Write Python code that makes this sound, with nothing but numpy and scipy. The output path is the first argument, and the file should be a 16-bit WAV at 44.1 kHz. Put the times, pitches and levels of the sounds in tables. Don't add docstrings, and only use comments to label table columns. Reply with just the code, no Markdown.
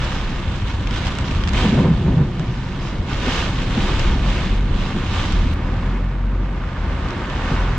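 import sys
import numpy as np
from scipy import signal
from scipy.fft import rfft, irfft, next_fast_len
from scipy.io import wavfile
from scipy.ndimage import uniform_filter1d, minimum_filter1d, map_coordinates

SR = 44100
rng = np.random.default_rng(int(sys.argv[2]) if len(sys.argv) > 2 else 0)


def materialize(psi):
    bounded = np.clip(np.atleast_2d(psi).T, -1, 1)
    quanta = np.round(bounded * 32767).astype(np.int16)
    wavfile.write(sys.argv[1], SR, quanta)


N = 343098

# (frequency [Hz], density [dB per Hz])
GLASS_PATTER = [(300, -21), (700, -7.5), (1500, -6), (2200, -4), (2950, -2), (3700, -4.5), (4500, -13),
                (6000, -10.5), (8000, -17.5), (10000, -53), (16000, -100)]
# (time of the peak [s], strength [dB], splash relative to the strength [dB], centre of the thump [Hz])
WATER_SLUGS = [(1.652, -12.5, -11, 228), (1.668, -11, -28, 197), (1.733, -8, -23, 230.5),
               (1.779, -9, -14, 150), (1.798, -8.5, -15, 203), (1.843, -9.5, -17.5, 125),
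               (1.859, -7.5, -15, 166), (1.881, -10.5, -22, 212), (1.913, -6, -24, 156),
               (2.004, -15, -22, 168), (2.056, -10, -30, 150), (2.085, -7.5, -17, 177),
               (2.133, -11.5, -18, 129), (2.176, -4.5, -26, 151), (2.193, -15.5, -19, 175),
               (2.22, -6, -23.5, 141), (2.404, -13.5, -19, 167.8), (2.496, -12.5, -23.5, 133),
               (2.955, -17.5, -17, 146), (3.28, -17, -12, 241), (3.782, -12, -14.5, 203),
               (4.963, -15, -20, 190), (5.461, -17, -27, 250), (7.52, -15, -12, 161)]
USUAL_RAIN_DB = -38


def rainfall():
    # (time [s], strength [dB])
    steady_fall = [(0, -38), (.8, -40.5), (1.2, -39), (1.8, -38.5), (2.2, -44), (2.31, -45.5), (2.4, -43.5),
                   (2.7, -42.5), (3.05, -44.5), (4.53, -38.5), (4.64, -43.5), (5.535, -39.5), (5.545, -48),
                   (5.85, -45.5), (6.2, -55.5), (6.7, -48.5), (7.1, -43), (7.78, -42.5)]
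    # (time of the peak [s], strength [dB], rise [s], fall [s])
    sheets = [(0.028, -36, 0.13, 0.26), (0.55, -42.5, 0.053, 0.022), (0.69, -38, 0.034, 0.034),
              (0.968, -34, 0.068, 0.05), (1.064, -33, 0.057, 0.071), (1.33, -40, 0.28, 0.12),
              (1.565, -28.5, 0.03, 0.055), (1.629, -29, 0.075, 0.11), (1.78, -36.5, 0.075, 0.086),
              (2.88, -41.5, 0.098, 0.078), (3.125, -35, 0.05, .055), (3.355, -27.5, 0.165, 0.15),
              (3.619, -35, 0.11, 0.036), (3.86, -31.5, 0.22, 0.22), (4.04, -34, 0.11, 0.15),
              (4.309, -33.5, 0.097, 0.23), (4.829, -37.5, 0.12, 0.15), (5.184, -32.5, 0.065, 0.077),
              (5.22, -35, 0.3, 0.23), (7.52, -39, 0.23, 0.19)]
    steady_db, = curves(steady_fall)
    power = amp(steady_db) ** 2
    for s, db, rise_s, fall_s in sheets:
        power = power + (amp(db) * swell(s, rise_s, fall_s)) ** 2
    return 10 * np.log10(power)


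def rain(rain_db):
    # (time [s], depth [dB])
    chop = [(0, 1), (.5, 1.6), (1.2, 1.6), (1.5, 1.6), (1.6, .4), (7.78, .4)]
    # (frequency [Hz], density [dB per Hz])
    spray_spectrum = [(2000, -24.5), (3800, -10), (5000, 10), (6300, 5.5), (7600, -1.5), (8500, -16),
                      (10000, -20.5), (12500, -24.5), (14000, -33.5), (16000, -62)]
    # (time [s], level [dB])
    fine_spray = [(0, 1), (1.05, 0.7), (1.8, 0), (2.85, 2), (3.35, 0.5), (4.6, 0.1), (6.2, 1.5), (7.6, 1)]
    spray_usual_db, spray_growth = -45.5, 1.05

    density = amp(.5 * (rain_db - rain_db.max()))
    blows = impacts(per_second=9000 * density, scatter_db=1.0) / np.sqrt(density)
    blows = unit(cabin(blows, t60=0.09, wet_db=-8.5))
    taps = plips(density, per_second=1500, centre_hz=4600, octaves=.45, cycles=10)
    chop_db, = curves(chop)
    spatter = amp(chop_db * (wobble(30) + wobble(110)) / np.sqrt(2))
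    blows = spatter * (blows + amp(-10.5) * taps)

    patter = amp(rain_db + 2.0) * steadied(spread(struck(blows, GLASS_PATTER)), span=.05)
    fine_db, = curves(fine_spray)
    spray_db = spray_usual_db + spray_growth * (rain_db - USUAL_RAIN_DB) + fine_db + .4 * wobble(14)
    return patter + amp(spray_db) * spread(struck(blows, spray_spectrum))


def impacts(per_second, scatter_db):
    hit = rng.random(N) < per_second / SR
    size = amp(scatter_db * np.clip(rng.standard_normal(N), -2.5, 2.5))
    place = rng.uniform(0, 2 * np.pi, N)
    return unit(hit * size * np.array([np.cos(place), np.sin(place)]))


def plips(density, per_second, centre_hz, octaves, cycles, size=256):
    at = np.flatnonzero(rng.random(N - size) < per_second * density[:N - size] / SR)
    chance = np.clip(rng.standard_normal((len(at), 3)), -2, 2)
    pitch, strength, place = chance.T[:, :, None]
    turns = centre_hz * 2 ** (octaves * pitch) * np.arange(size) / SR
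    grains = amp(2.5 * strength - 60 * turns / cycles) * np.sin(2 * np.pi * turns)
    where = (at[:, None] + np.arange(size)).ravel()
    pair = [np.bincount(where, (grains * side(np.pi * place)).ravel(), N) for side in (np.cos, np.sin)]
    return unit(np.array(pair) / np.sqrt(density))


def cabin(x, t60, wet_db, size=2048):
    blocks = np.pad(x, ((0, 0), (0, -N % size))).reshape(2, -1, size)
    tails = rng.standard_normal(blocks.shape) * amp(-60 * np.arange(size) / SR / t60)
    tails /= np.linalg.norm(tails, axis=2, keepdims=True)
    echo = irfft(rfft(blocks, 2 * size) * rfft(tails, 2 * size))
    joined = echo[..., :size] + np.roll(echo[..., size:], 1, axis=1)
    return x + amp(wet_db) * joined.reshape(2, -1)[:, :N]


def fat_drops():
    # (time [s], strength [dB], left minus right [dB], strength of the knock [dB])
    drops = [(0.0464, -34, 1, 0), (0.8723, -32.5, -1, 14), (0.9093, -36, -1, 11), (0.961, -33, -4, 7),
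             (1.0688, -30, 2, 7), (1.152, -35, -2, -2), (1.1862, -28, -4.5, -4), (1.2094, -37, -4, 0),
             (1.283, -39, 5, 17), (1.311, -33.5, -1, 14), (1.349, -35, -8, 9), (1.437, -33.5, -2, 15),
             (1.4752, -30, -2, 9), (1.485, -31, 1, 4), (1.491, -30, -4, 7), (1.534, -32, -5, -1),
             (2.3955, -34.5, -3, -14), (3.263, -34, -3, 0), (3.82, -35, 1, -6), (3.9949, -28, -4, -14.5),
             (5.2586, -32, -4.0, -3), (5.323, -31.5, -1, 3), (7.086, -39, 1, 5), (7.106, -36.5, 2, 14),
             (7.2986, -35.5, -4, 10)]
    # (frequency [Hz], density [dB per Hz])
    splat_spectrum = [(400, -3), (1200, 9), (3000, 7.5), (6300, 0), (7800, -1.5), (9000, -18), (12500, -35),
                      (16000, -30)]
    splats, knocks = np.zeros((2, 2, N + SR))
    t = np.arange(SR // 20) / SR
    for s, db, pan_db, knock_db in drops:
        droplets = 0.4 * (rng.random(len(t)) < 900 / SR) * amp(-60 * t / 0.12)
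        burst = rng.standard_normal((2, len(t))) * (0.36 * amp(-60 * t / 0.018) + droplets)
        burst[:, 0] = 1
        burst *= amp(db + np.array([[pan_db], [-pan_db]]) / 2)
        splats[:, round(s * SR):][:, :len(t)] += amp(9.0) * burst
        knocks[:, round(s * SR):][:, :len(t)] += amp(knock_db - 6) * burst
    return struck(splats, splat_spectrum) + struck(knocks, GLASS_PATTER)


def wash(rain_db):
    # (frequency [Hz], density [dB per Hz])
    wet_spectrum = [(200, -1), (380, -6), (500, 0.5), (680, -5), (830, 0), (920, 0), (1200, -1), (1800, -6),
                    (2500, -10.5), (4000, -21), (8000, -37.5), (16000, -100)]
    usual_db, growth, slow_gain_db = -35.5, 0.63, 6
    level_db = usual_db + growth * (rain_db - USUAL_RAIN_DB) + slow_gain_db * slowness()
    drumming = spread(struck(impacts(per_second=900, scatter_db=2.5), wet_spectrum))
    return amp(level_db + 0.22 * wobble(13)) * (rush(wet_spectrum) + amp(-2.5) * drumming)


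def slowness():
    slow_from_s = 5.54
    return uniform_filter1d(1. * (np.arange(N) / SR > slow_from_s), SR // 100)


def windscreen(x):
    # (centre [Hz], half width [Hz], gain [dB])
    glass_modes = [(844, 28, -4), (928, 16, 2), (980, 16, 1), (1193, 54, 1.5), (1345, 77, -1.5),
                   (1482, 16, 3.5), (1543, 22, 2), (1777, 36, 2.5), (2000, 51, -2.5), (2170, 88, 2),
                   (2370, 41, -3), (2980, 19, 0.5)]

    def gain(hz):
        return amp(sum(db * np.exp(-((hz - centre) / width) ** 2) for centre, width, db in glass_modes))

    return filtered(x, gain)


def puddle():
    # (nominal frequency [Hz], relative level [dB], decay by 60 dB [s])
    floor_modes = [(66, 11.5, 0.14), (125.3, 1, 0.15), (161.5, 7.5, 0.14), (195, 1.5, 0.099),
                   (250, -1.5, 0.17), (351.6, -8.5, 0.1), (481, 6.5, 0.1)]
    # (frequency [Hz], density [dB per Hz])
    splash_spectrum = [(150, -13), (250, 3), (370, -5.5), (425, -0.5), (490, 8.5), (580, -13.5),
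                       (730, -5.5), (930, 0.5), (1400, -10), (2500, -16.5), (8000, -56)]
    rise_s, fall_s = .009, .015
    focus_db = 7
    ring_db = -7
    thumps, splashes = np.zeros((2, N + SR))
    t = np.arange(SR // 4) / SR
    late = t - 2 * rise_s
    push = np.exp(-np.minimum((late / np.where(late < 0, rise_s, fall_s)) ** 2, 20))
    onset = np.exp(-(np.minimum(late, 0) / rise_s) ** 2)
    for s, db, splash_db, centre_hz in WATER_SLUGS:
        flex = push * np.cos(2 * np.pi * centre_hz * late + rng.uniform(0, 2 * np.pi))
        modes = 0
        for hz, level_db, t60 in floor_modes:
            level_chance, pitch_chance = rng.standard_normal(2)
            driven_db = level_db - focus_db * np.log2(hz / centre_hz) ** 2 + 2 * level_chance
            mode_hz = hz * (1 + 0.045 * pitch_chance)
            modes = modes + amp(driven_db - 60 * t / t60) * np.sin(2 * np.pi * mode_hz * t)
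        ring = onset * (1 - push) * modes
        thump = flex + amp(ring_db) * ring / np.abs(ring).max()
        start = round((s - 2 * rise_s) * SR)
        thumps[start:][:len(t)] += amp(db - 2.5) * thump
        splash_decay_db = -60 * np.maximum(late, 0) / 0.11
        splashes[start:][:len(t)] += onset * amp(db + splash_db - 3.5 + splash_decay_db)
    return thumps[:N] + splashes[:N] * rush(splash_spectrum)


def tyres():
    # (time [s], rumble [dB], wheel-arch roar [dB])
    tyre_levels = [(0, -28, -35.5), (.7, -30.5, -37), (1.5, -26.5, -32), (1.75, -19.5, -26), (2, -25, -31),
                   (2.2, -29, -29.5), (2.3, -25, -34), (2.65, -29, -37), (3.35, -29, -31.5),
                   (3.55, -26.5, -34), (3.9, -25, -29.5), (4.6, -27.5, -33), (5.3, -27, -33),
                   (5.9, -28.5, -33), (6.2, -30, -38.5), (6.45, -31, -33.5), (6.65, -34.5, -39),
                   (7.05, -29.5, -33), (7.78, -31.5, -35.5)]
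    # (frequency [Hz], density [dB per Hz])
    rumble_spectrum = [(60, -22), (102, -5.5), (125, 6), (150, -1.5), (195, 1.5), (230, -7.5), (300, -23),
                       (2500, -120)]
    # (frequency [Hz], density [dB per Hz])
    roar_spectrum = [(150, -33.5), (230, -2.5), (265, 0.5), (300, -4.5), (360, -3), (450, -14.5),
                     (540, -14), (800, -20), (6000, -120)]
    surge_rise_s, surge_fall_s = 0.035, 0.037
    surge_rumble_db, surge_roar_db = -16, -1
    rumble_db, roar_db = curves(tyre_levels)
    rumble = amp(rumble_db + 0.59 * wobble(12))
    roar = amp(roar_db + 1.27 * wobble(14))
    for s, db, splash_db, _ in WATER_SLUGS:
        surge = amp(db) * swell(s, surge_rise_s, surge_fall_s)
        rumble = np.hypot(rumble, amp(surge_rumble_db) * surge)
        roar = np.hypot(roar, amp(splash_db + surge_roar_db) * surge)
    tread = rumble * steadied(rush(rumble_spectrum), span=0.097)
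    return tread + roar * steadied(rush(roar_spectrum), span=.1)


def engine():
    # (time [s], mean firing rate [Hz], level [dB])
    firing = [(0, 43.3, -34), (3.8, 43.66, -36), (4.35, 45.5, -26), (4.7, 44.24, -23), (4.95, 41.97, -31),
              (5.26, 41.62, -29), (5.35, 41.75, -23), (5.47, 38.9, -28), (5.6, 38.54, -28),
              (5.74, 40.44, -23), (5.85, 42.5, -17), (5.98, 44.36, -18), (6.12, 44.87, -19.5),
              (6.41, 46.2, -16.5), (6.53, 44.7, -20), (6.74, 41.08, -27), (6.9, 37.07, -30.5),
              (7.27, 34.76, -36), (7.55, 41.57, -19.5), (7.78, 43.8, -22)]
    # (multiple of the firing rate, relative level [dB], wavering [dB],
    # growth [dB per dB of engine level])
    overtones = [(1, -1.2, 1.6, 1), (2, -10.5, 2, .5), (3, -13.5, 2.5, 0.2), (4, -18.5, 2, 0.2),
                 (5, -20.5, 2.5, 0.47)]
    usual_db = -23
    cabin_hz, cabin_width_hz, cabin_lift_db = 77.05, 6.7, 10.5
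    hz, db = curves(firing)
    phase = 2 * np.pi * np.cumsum(hz * (1 + .006 * wobble(9))) / SR
    hum = 0
    for k, level_db, waver_db, growth in overtones:
        lift_db = cabin_lift_db * np.exp(-((k * hz - cabin_hz) / cabin_width_hz) ** 2)
        overtone_db = level_db + growth * (db - usual_db) + lift_db + waver_db * wobble(8)
        hum = hum + amp(overtone_db) * np.sin(k * phase + rng.uniform(0, 2 * np.pi))
    return np.sqrt(2) * amp(usual_db) * hum


def road():
    # (time [s], boom [dB], floor drone [dB])
    road_levels = [(0, -23.5, -28), (.35, -29, -31), (.5, -24, -22.5), (1, -23.5, -24.5), (1.4, -24, -19.5),
                   (1.62, -17.5, -23), (1.82, -24, -18.5), (2.12, -22, -24), (2.3, -28, -26.5),
                   (2.8, -30, -35), (3, -23.5, -27.5), (3.7, -25.5, -24.5), (4.1, -17, -26),
                   (4.7, -22, -25), (5, -36, -28.5), (5.25, -39, -17.5), (5.37, -13, -26.5),
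                   (5.6, -32, -30.5), (6.6, -31, -31.5), (6.88, -21, -33), (7.2, -29, -29.5),
                   (7.78, -25, -28.5)]
    # (time [s], level [dB])
    shudder_levels = [(0, -28), (.18, -25), (.55, -32), (.8, -33), (1.5, -27.5), (2.25, -35), (3.6, -27.5),
                      (4.12, -19.5), (4.3, -32), (4.75, -19.5), (5.05, -29.5), (5.4, -23), (5.7, -34.5),
                      (6.2, -43), (6.6, -42), (7.78, -30)]
    # (frequency [Hz], density [dB per Hz])
    shudder_spectrum = [(8, -38), (18, -18), (25, 0.5), (31, 1.5), (38, -21.5), (120, -100)]
    boom_spectrum = [(20, -41), (36, -9.5), (46, 0), (60, -8.5), (90, -25), (500, -120)]
    drone_spectrum = [(35, -33), (62, -2.5), (82, 1), (100, -1), (140, -25), (800, -120)]
    boom_db, drone_db = curves(road_levels)
    shudder_db, = curves(shudder_levels)
    shudder = amp(shudder_db) * steadied(rush(shudder_spectrum), span=0.17)
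    boom = amp(boom_db - 1.5) * steadied(rush(boom_spectrum), span=0.14)
    drone = amp(drone_db - 2.5) * steadied(rush(drone_spectrum), span=0.22)
    return shudder + boom + drone


def edit_click(s, db):
    return amp(db) * (np.arange(N) == round(s * SR))


def amp(db):
    return 10 ** (np.asarray(db) / 20)


def unit(x):
    return x / np.sqrt(np.mean(x ** 2) + 1e-20)


def along(points, hz):
    f, v = np.transpose(points)
    return np.interp(np.log(hz + 1), np.log(f + 1), v)


def curves(rows):
    s, *cols = np.transpose(rows)
    return [np.interp(np.arange(N) / SR, s, c) for c in cols]


def swell(s, rise_s, fall_s):
    t = np.arange(N) / SR - s
    return np.exp(-np.minimum((t / np.where(t < 0, rise_s, fall_s)) ** 2, 20))


def wobble(rate):
    return map_coordinates(rng.standard_normal(400), [np.arange(N) * rate / SR], mode="wrap")


def filtered(x, response):
    m = next_fast_len(N + SR // 2)
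    return irfft(rfft(x, m) * response(np.fft.rfftfreq(m, 1 / SR)), m)[..., :N]


def struck(x, spectrum, size=2048):
    cepstrum = irfft(np.log(amp(along(spectrum, np.fft.rfftfreq(size, 1 / SR)))))
    cepstrum[1:size // 2] *= 2
    cepstrum[size // 2 + 1:] = 0
    ring = irfft(np.exp(rfft(cepstrum)))
    return signal.fftconvolve(x, ring[None] / np.abs(ring).max(), axes=1)[:, :N]


def spread(pair):
    # (frequency [Hz], left-right correlation [-1 to 1])
    alike = [(30, .99), (140, 0.99), (280, 0.99), (500, 0.86), (1000, 0.77), (2000, 0.72), (4000, 0.23),
             (8000, 0.087)]

    def mid_side_gains(hz):
        turn = np.arccos(np.clip(along(alike, hz), -1, 1)) / 2
        return np.array([np.cos(turn), np.sin(turn)])

    mid, side = filtered(pair, mid_side_gains)
    return np.array([mid + side, mid - side]) / np.std(mid)


def rush(spectrum):
    return spread(filtered(rng.standard_normal((2, N)), lambda hz: amp(along(spectrum, hz))))


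def steadied(x, span):
    power = uniform_filter1d(np.mean(x ** 2, 0), int(span * SR) + 1)
    return x / np.sqrt(np.abs(power) + 1e-6)


def scene():
    # (frequency [Hz], left minus right [dB])
    lean = [(30, 0.5), (125, -0.1), (500, -0.6), (2000, -2), (4000, -4.5), (8000, 2), (12000, -0.5)]
    left_lead_s = 2.3e-5
    rain_db = rainfall()
    through_glass = windscreen(rain(rain_db) + wash(rain_db))
    inside = through_glass + puddle() + tyres() + engine() + road()
    sides = np.array([[1], [-1]]) / 2

    def balance(hz):
        return amp(sides * along(lean, hz)) * np.exp(2j * np.pi * hz * sides * left_lead_s)

    return filtered(inside, balance) + fat_drops() + edit_click(s=5.5385, db=-26)


def record(dry):
    top_hz = 15600
    needed = np.minimum(1, amp(-2.7) / (np.abs(dry).max(0) + 1e-9))
    gain = uniform_filter1d(minimum_filter1d(needed, SR // 50), SR // 50)
    return filtered(dry * gain, lambda hz: 1 / (1 + (hz / top_hz) ** 80))


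dry = scene()
out = record(dry)
materialize(out)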